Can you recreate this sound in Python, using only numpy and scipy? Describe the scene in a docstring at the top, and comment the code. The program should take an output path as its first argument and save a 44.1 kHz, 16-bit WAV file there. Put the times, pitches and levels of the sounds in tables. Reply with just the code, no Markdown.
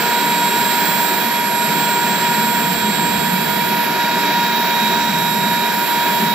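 """A small gas turbine runs at about 28,500 rpm on a stand in the open, a few metres away.
Its shaft and blades whine at harmonics of the rotation rate, fluttering in the turbulent air and slowly
swelling and fading. Under them combustion rumbles in the flame can, the exhaust jet rushes through the
resonances of its pipe and the intake hisses; the treble lies mostly to the right.
Wind adds a deep buffeting, and now and then the flame surges with a thump."""
import sys
import numpy as np
from scipy import signal
from scipy.fft import rfft, irfft
from scipy.io import wavfile
from scipy.ndimage import uniform_filter1d

SR = 44100
rng = np.random.default_rng(int(sys.argv[2]) if len(sys.argv) > 2 else 0)


def unload_wav(signal):
    """Save mono or channel-first audio to the path in sys.argv[1] as 16-bit WAV at rate SR, clipped to [-1, 1]."""
    wavfile.write(
        sys.argv[1],
        SR,
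        np.round(np.clip(np.atleast_2d(signal).T, -1, 1) * 32767).astype(np.int16),
    )


N = 279594

# Shaft speed. Each row: time in seconds, rotation rate in Hz.
SHAFT_SPEED = [(0, 476.3), (.55, 475.92), (1.7, 475.84), (2.4, 475.94), (3.4, 475.89), (3.75, 475.7),
               (4.1, 475.05), (4.65, 474.72), (5.4, 475.24), (6.34, 475.28)]
# Shaft tones. Each row: harmonic number, left and right base levels in dB, flutter depth from 0 to 1.
HARMONICS = [(1, -36, -32, .25), (2, -20.4, -20.3, .13), (3, -33.3, -32.6, .35), (4, -46.5, -44.5, .5),
             (5, -45, -42, .5), (6, -54, -46, .4), (7, -38, -31.3, .33), (8, -36.5, -27.7, .25),
             (9, -53, -37, .42), (10, -55, -39.8, .4), (11, -61, -48, .5), (12, -52.5, -41.7, .5),
             (13, -57, -51, .4), (15, -59, -45.8, .3), (16, -42.5, -29.3, .1), (23, -70, -47, .45),
             (24, -53, -27.2, .28), (25, -61, -38, .35), (26, -68, -45, .4), (27, -70, -50, .4),
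             (28, -66, -47, .4), (29, -66, -48, .4), (30, -63, -47, .4), (31, -58, -41, .35),
             (32, -46, -31.2, .22)]
# Swell and fade of the clearer tones, by harmonic number. Each row: time in seconds, gain in dB.
TONE_SWELL = { 1: [(0.0, 2), (0.8, -6), (1.8, -3), (3.3, 4), (4.5, -1.5), (6.34, 0)], 2: [(0.0, 0),
              (0.5, 1.0), (1.2, -1.5), (1.9, 0.5), (2.6, 0), (3.3, -2), (3.9, -0.5), (4.64, 0.5), (5.09, 0),
              (6.34, 1)], 3: [(0.0, 1), (1.42, -1), (1.84, 3), (2.2, 0), (2.34, 3), (2.84, -1.5),
              (3.94, 1.0), (5.4, -3), (6.34, -2)], 7: [(0.0, -3), (0.2, 3), (0.36, -3), (0.76, 0),
              (0.96, 4), (1.1, -10), (1.22, 2), (1.68, -6), (1.76, 2.5), (3.66, 2.5), (3.92, -3.5),
              (4.66, -1.5), (5.7, -4.5), (6.16, 2.5), (6.34, -1)], 8: [(0.0, -18), (0.14, 3), (0.2, -2.5),
              (0.68, 1), (0.88, -9), (1.1, 2.5), (1.44, -9), (1.56, -1), (2.32, -6), (2.56, -6),
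              (2.86, -0.5), (3.92, -3.5), (4.0, 0), (4.84, 7), (5.06, 5), (5.64, 5), (5.76, -4), (5.96, 1),
              (6.14, -2.5), (6.34, 6)], 9: [(0, 4), (1.2, 2), (1.5, -4), (1.8, 3), (3.0, 3), (4.0, -8),
              (6.34, -3)], 12: [(0.0, -3), (1.2, 4), (1.7, 0), (2.3, 1), (3.4, -5.5), (4.2, 3), (5.0, 7),
              (6.34, -4)], 16: [(0.0, 3), (0.65, 5.8), (1.04, 4), (1.28, 0), (1.7, 4.5), (2.3, 4.6),
              (2.74, 3.3), (3.05, 5.6), (3.3, .3), (3.6, -1.5), (3.86, -9.5), (4.2, -4), (4.32, -10),
              (4.48, -6.5), (4.57, -12.5), (4.8, -4.5), (5.38, -2), (5.66, -6), (5.86, -2), (6.2, -2),
              (6.34, -7)], 24: [(0.0, -1), (0.3, 2), (1.42, 5), (2.18, -1), (2.62, 4), (2.76, -1),
              (3.56, 5), (3.74, 1.5), (3.82, 4.5), (4.12, -7), (4.2, 1), (4.46, -10), (4.6, -1), (4.76, -3),
              (4.84, 0), (4.94, -11), (5.08, -10), (5.14, 0), (5.28, 2.5), (5.68, 0.5), (5.9, 4), (6.0, -3),
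              (6.2, 3), (6.34, -2.5)], 25: [(0, 2), (1.6, -3), (2.5, 5), (3.6, -6), (4.1, 1), (4.8, 3),
              (5.3, -1), (6.34, -4)], 32: [(0.0, 7), (0.34, -2), (0.46, -1), (0.88, 9), (1.0, 7), (1.18, 8),
              (1.52, -9.5), (1.78, 5), (2.24, 1), (2.74, 5), (2.88, -6.0), (3.06, 2), (3.32, 0), (3.42, 4),
              (3.84, 1), (4.02, -8), (4.68, 4), (4.8, -7.0), (4.84, 0), (5.4, -2), (5.52, 1), (5.6, -5),
              (5.84, 3), (5.98, -1.0), (6.02, 5), (6.34, 2)], }
# The same for three whistles at the shaded left ear. Each row: time in seconds, gain in dB.
LEFT_SWELL = { 7: [(0, 0), (.5, 6.5), (1.5, -2), (2.4, -16), (2.9, -15), (4.35, 2), (4.9, -1), (5.35, -7),
              (5.8, -2), (6.34, -6)], 8: [(0, -2), (.45, 6), (.8, -10), (1.3, -1), (1.7, -7), (2.3, 1),
              (3.3, -5), (4.6, 1), (5.25, -5), (6.34, -3)], 16: [(0, -14), (.5, 0), (.85, -4), (1.15, -20),
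              (1.55, -4), (2.1, 2), (3.05, 2), (3.35, -8), (4.3, 1.5), (5.65, 3), (6.15, -2), (6.34, -15)],
              }
# Brief dips and flares of the main whine. Each row: centre in seconds, gain in dB, half length in seconds.
WHINE_DIPS = [(.02, -5, .025), (.498, -7, .011), (.858, -9, .012), (1.077, -7, .012), (1.67, -4, .03),
              (2.19, -6, .025), (2.25, 2.3, .035), (2.77, -8.5, .036), (2.86, 1.5, .04), (2.92, -8, .014),
              (2.955, -6, .025), (3.04, 2.5, .04), (3.41, -3, .02), (3.464, -8, .016), (3.85, -6, .012),
              (4.38, 2, .04), (5.115, -6, .025), (5.34, -4, .014), (5.73, -4.5, .018), (5.865, -7, .016)]
# Drifting node of the fundamental. Each row: time in seconds, phase lag at the left ear in radians.
NODE_LAG = [(0, 5.1), (2.9, 4.2), (3.4, 2.7), (6.34, 2.7)]
# Noise at the two ears. Each row: frequency in Hz, left minus right in dB, coherence from 0 to 1,
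# left phase lag in radians.
INTERAURAL = [(30, -2, .9, .1), (206, -1, .97, .06), (378, 3.5, .9, .7), (524, -1, .82, .6),
              (650, 1, .9, .3), (1210, -2.5, .85, .9), (1600, -.5, .87, .8), (2050, -1.5, .72, .7),
              (2440, -1.3, .86, .75), (3000, -2.3, .6, 1.2), (3550, -4.5, .25, 1.2), (4200, -9.5, .55, .7),
              (5230, -11.5, .4, .1), (6060, -5, .42, .6), (10000, -24, .1, .4), (12500, -15.5, .15, 0),
              (15500, -12, 0, 0)]
# Strength of combustion. Each row: time in seconds, relative level in dB.
FLAME_LEVEL = [(0.0, -28.5), (0.45, -28.3), (0.52, -31), (0.6, -28), (0.96, -29), (1.58, -29),
               (1.74, -26.8), (2.5, -25.3), (2.95, -24.9), (3.25, -25.3), (3.7, -26.8), (3.85, -29),
               (4.8, -28), (5.0, -25.5), (5.5, -25.8), (5.76, -30.5), (6.2, -26), (6.34, -26.5)]
# Strength of the gas flow. Each row: time in seconds, relative exhaust and intake levels in dB.
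GAS_FLOW = [(0.0, -22.2, -40.5), (0.4, -23.1, -41.5), (0.8, -22.8, -40), (1.1, -23.5, -40.5),
            (1.5, -24.8, -46.5), (1.8, -23.7, -42), (2.0, -24, -42.3), (2.25, -22.8, -42.5),
            (2.45, -24.2, -43), (3.44, -25.0, -45), (3.9, -24.2, -42.5), (4.32, -22.8, -41.5),
            (4.5, -24, -42), (4.84, -23.3, -40.5), (5.29, -25.3, -43.5), (5.85, -24.8, -42),
            (6.1, -23.3, -40), (6.34, -24.5, -40.5)]
# Resonances of the flame can (its deepest stands alone) and of the jet pipe.
# Each row: frequency in Hz, width in Hz, relative peak in dB.
DEEPEST_CAN_MODE = (155.3, 27, -6)
CAN_MODES = [(186.2, 55, -0.5), (219.7, 45, 2), (291.8, 15.3, -0.5), (334, 39, -8.5), (384.4, 50, -4),
             (441, 82, -9)]
JET_PIPE_MODES = [(601, 76, -1), (680, 106, 0.5), (942, 182, 2.5), (1263, 130, -4.5), (1638, 350, 2.5),
                  (1890, 103, 0.5), (2380, 340, 0.5), (3096, 75, -5), (3937, 320, -3), (4460, 150, -4.5),
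                  (5180, 105, -6)]
# Broad spectra of burner, jet, intake and wind. Each row: frequency in Hz, relative density in dB.
RUMBLE_SPECTRUM = [(15, -55), (60, -32), (110, -26), (300, -24), (500, -27), (900, -78)]
JET_SPECTRUM = [(300, -27), (520, -9), (800, -3), (1150, -6.5), (1400, -5.5), (2600, -5.5), (3300, -8.5),
                (3700, -8.5), (4200, -5.5), (5200, -9), (6700, -17), (7700, -16), (8400, -35.5),
                (11000, -96)]
HISS_SPECTRUM = [(8500, -42), (9400, -26.5), (10000, -7.5), (10700, -1), (11150, 6), (11420, 5.5),
                 (11700, 7), (12200, 0), (13000, 3.5), (16000, -1)]
WIND_SPECTRUM = [(12, -34), (30, -20), (60, 0.5), (100, 4), (150, 3.5), (260, -15), (600, -54)]
# Gusts. Each row: centre in seconds, rise over the breeze in dB, half length in seconds.
WIND_GUSTS = [(2.77, 8, .16), (3.17, 10, .27), (3.6, 6, .09), (5.32, 6, .08)]
# Flame surges. 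Each row: centre in seconds, peak in dB, half length in seconds, ringing frequency in Hz.
FLAME_SURGES = [(2.89, -18.5, .02, 212), (2.995, -24, .022, 205), (3.135, -22.5, .022, 196),
                (3.345, -15.5, .022, 188), (4.41, -24, .03, 219), (5.103, -16.5, .021, 203),
                (6.247, -18, .024, 216)]

GUST_SHADE = 0.28  # dB lost per dB of gust by the low tones on the left and by the pipe's drone


def undb(db):
    """Amplitude ratio for a level in decibels."""
    return 10 ** (np.asarray(db) / 20)


def unit(x):
    """Normalisation to an rms of 1."""
    return x / np.sqrt(np.mean(np.abs(x) ** 2))


def curve(rows, axis=1):
    """Linear interpolation of one column of a time table at every sample."""
    rows = np.array(rows)
    return np.interp(np.arange(N) / SR, rows[:, 0], rows[:, axis])


def bumps(rows):
    """Superposition of Gaussian pulses, one for each row of centre, height and half length."""
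    t = np.arange(N) / SR
    return sum(height * np.exp(-((t - at) / half_s) ** 2) for at, height, half_s in rows)


def wander(count):
    """Slow random modulation: `count` random levels joined smoothly, with an rms of 1."""
    steps = np.interp(np.linspace(0, count - 1, N), np.arange(count), rng.standard_normal(count))
    return unit(uniform_filter1d(steps - steps.mean(), N // count // 2))


def bins():
    """Frequencies in Hz of the Fourier spectrum of the whole sound."""
    return np.maximum(np.arange(N // 2 + 1) * SR / N, 1)


def colour(rows, axis=1):
    """Interpolation of one column of a frequency table over log frequency, at every bin."""
    rows = np.array(rows)
    return np.interp(np.log(bins()), np.log(rows[:, 0]), rows[:, axis])


def resonances(modes):
    """Power response of steep-sided resonances, whose powers add."""
    f = bins()
    return sum(undb(db) ** 2 / (1 + ((f - hz * hz / f) / width) ** 2) ** 2 for hz, width, db in modes)


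def turbulence(gain):
    """Coloured noise at two ears: coherent in the bass, largely incoherent and shaded left in the treble."""
    shared, own = rfft(rng.standard_normal((2, N)))
    coherence = np.clip(colour(INTERAURAL, axis=2), 0, 1)
    delayed = shared * np.exp(-1j * colour(INTERAURAL, axis=3))
    left = (coherence * delayed + np.sqrt(1 - coherence ** 2) * own) * undb(colour(INTERAURAL))
    pair = irfft(np.array([left, shared]) * gain, N)
    return pair / np.std(pair.mean(axis=0))


def eddies(corner_hz=25.5, hop=32):
    """Scattering by eddies: a complex random modulation of amplitude and phase, strongest at slow rates."""
    count = N // hop + 1
    rate_hz = np.abs(np.fft.fftfreq(count, hop / SR))
    noise = rng.standard_normal(count) + 1j * rng.standard_normal(count)
    band = rate_hz / (rate_hz + 2) / np.sqrt(1 + (rate_hz / corner_hz) ** 2)
    wobble = unit(np.fft.ifft(noise * band))
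    return np.interp(np.arange(N) / hop, np.arange(count), wobble)


def swell(k, weak_db=-2.5, waver_db=0.16, shimmer_db=0.8):
    """Amplitude modulation of harmonic k in dB: weak tones wander, the main whine dips, others shimmer."""
    if k not in TONE_SWELL:
        return 2 * wander(24) + weak_db
    if k == 2:  # the main whine
        return curve(TONE_SWELL[k]) + bumps(WHINE_DIPS) + waver_db * wander(200)
    return curve(TONE_SWELL[k]) + shimmer_db * wander(130)


def whine(left_scatter=1.6):
    """Rotation radiates a harmonic series, every eighth a blade tone; hot, moving air makes it flutter."""
    shaft_angle = 2 * np.pi * np.cumsum(curve(SHAFT_SPEED)) / SR
    out = np.zeros((2, N))
    for k, left_db, right_db, flutter in HARMONICS:
        tone = np.exp(1j * (k * shaft_angle + rng.uniform(0, 2 * np.pi)))
        right = unit(tone * (1 + flutter * eddies())) * undb(swell(k))
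        if k < 6:  # long waves reach both ears alike, except in gusts
            left = right * undb(-GUST_SHADE * bumps(WIND_GUSTS))
        else:  # short waves scatter differently on each path
            fade_db = curve(LEFT_SWELL[k]) if k in LEFT_SWELL else 2 * wander(24)
            left = unit(tone * (1 + left_scatter * flutter * eddies())) * undb(fade_db)
        lag_rad = curve(NODE_LAG) if k == 1 else min(0.04 * k, 0.7)
        out[0] += undb(left_db) * (left * np.exp(-1j * lag_rad)).real
        out[1] += undb(right_db) * right.real
    return np.sqrt(2) * out


def burner(churn_db=0.5, deep_db=-11.5, deep_growth=1.9):
    """Forced resonance: unsteady combustion drives the flame can, its deepest mode growing fastest."""
    flame_db = curve(FLAME_LEVEL) + churn_db * wander(50)
    excess_db = flame_db - flame_db.mean()
    deep = turbulence(np.sqrt(resonances([DEEPEST_CAN_MODE]))) * undb(deep_db + deep_growth * excess_db)
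    main_pair = turbulence(np.sqrt(resonances(CAN_MODES[:2]))) * undb(excess_db)
    # the upper modes and broad rumble follow the gas flow, churn and dip a little with the whine
    roar = turbulence(np.sqrt(resonances(CAN_MODES[2:]) + undb(colour(RUMBLE_SPECTRUM)) ** 2))
    roar_db = curve(GAS_FLOW) - 7.5 + wander(90) + 0.3 * bumps(WHINE_DIPS)
    return (deep + main_pair) * undb(flame_db.mean() - 0.7) + roar * undb(roar_db)


def exhaust(drone_db=-34.5, rush_gain_db=1.21, rasp_db=0.3):
    """Jet noise filtered by pipe resonance: a rasping rush over two low modes that fade in gusts."""
    drone = turbulence(np.sqrt(resonances(JET_PIPE_MODES[:2])))
    drone *= undb(drone_db - GUST_SHADE * bumps(WIND_GUSTS))
    rush = turbulence(np.sqrt(resonances(JET_PIPE_MODES[2:]) + undb(colour(JET_SPECTRUM)) ** 2))
    rush *= undb(curve(GAS_FLOW) + rasp_db * wander(300) + rush_gain_db)
    return drone + rush


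def intake(gain_db=6.5, waver_db=0.6):
    """Broadband blade noise: air torn by the compressor hisses around the highest tones."""
    hiss = turbulence(undb(colour(HISS_SPECTRUM)))
    return hiss * undb(curve(GAS_FLOW, axis=2) + waver_db * wander(90) + gain_db)


def wind(breeze_db=-52, ragged_db=2.5, own_share=0.45):
    """Turbulent pressure fluctuations: gusty air buffets raggedly, partly at each ear alone."""
    spectrum = undb(colour(WIND_SPECTRUM))
    own = unit(irfft(rfft(rng.standard_normal((2, N))) * spectrum, N))
    air = np.sqrt(1 - own_share ** 2) * turbulence(spectrum) + own_share * own
    return air * undb(breeze_db + bumps(WIND_GUSTS) + ragged_db * wander(70))


def flame_thumps():
    """Thermoacoustic oscillation: the flame locks onto a resonance of the can for a few cycles."""
    t = np.arange(N) / SR
    out = np.zeros(N)
    for at, peak_db, half_s, ring_hz in FLAME_SURGES:
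        envelope = bumps([(at, undb(peak_db), half_s)])
        out += envelope * np.sin(2 * np.pi * (ring_hz * t + rng.random()))
    return out


def scene():
    """Superposition in the open air, with no walls to reflect the sound."""
    return whine() + burner() + exhaust() + intake() + wind() + flame_thumps()


def record(dry, cutoff_hz=15600):
    """Band limiting: a steep elliptic low-pass filter removes the highest treble."""
    return signal.sosfilt(signal.ellip(12, 0.1, 80, cutoff_hz, fs=SR, output="sos"), dry)


dry = scene()
out = record(dry)
unload_wav(out)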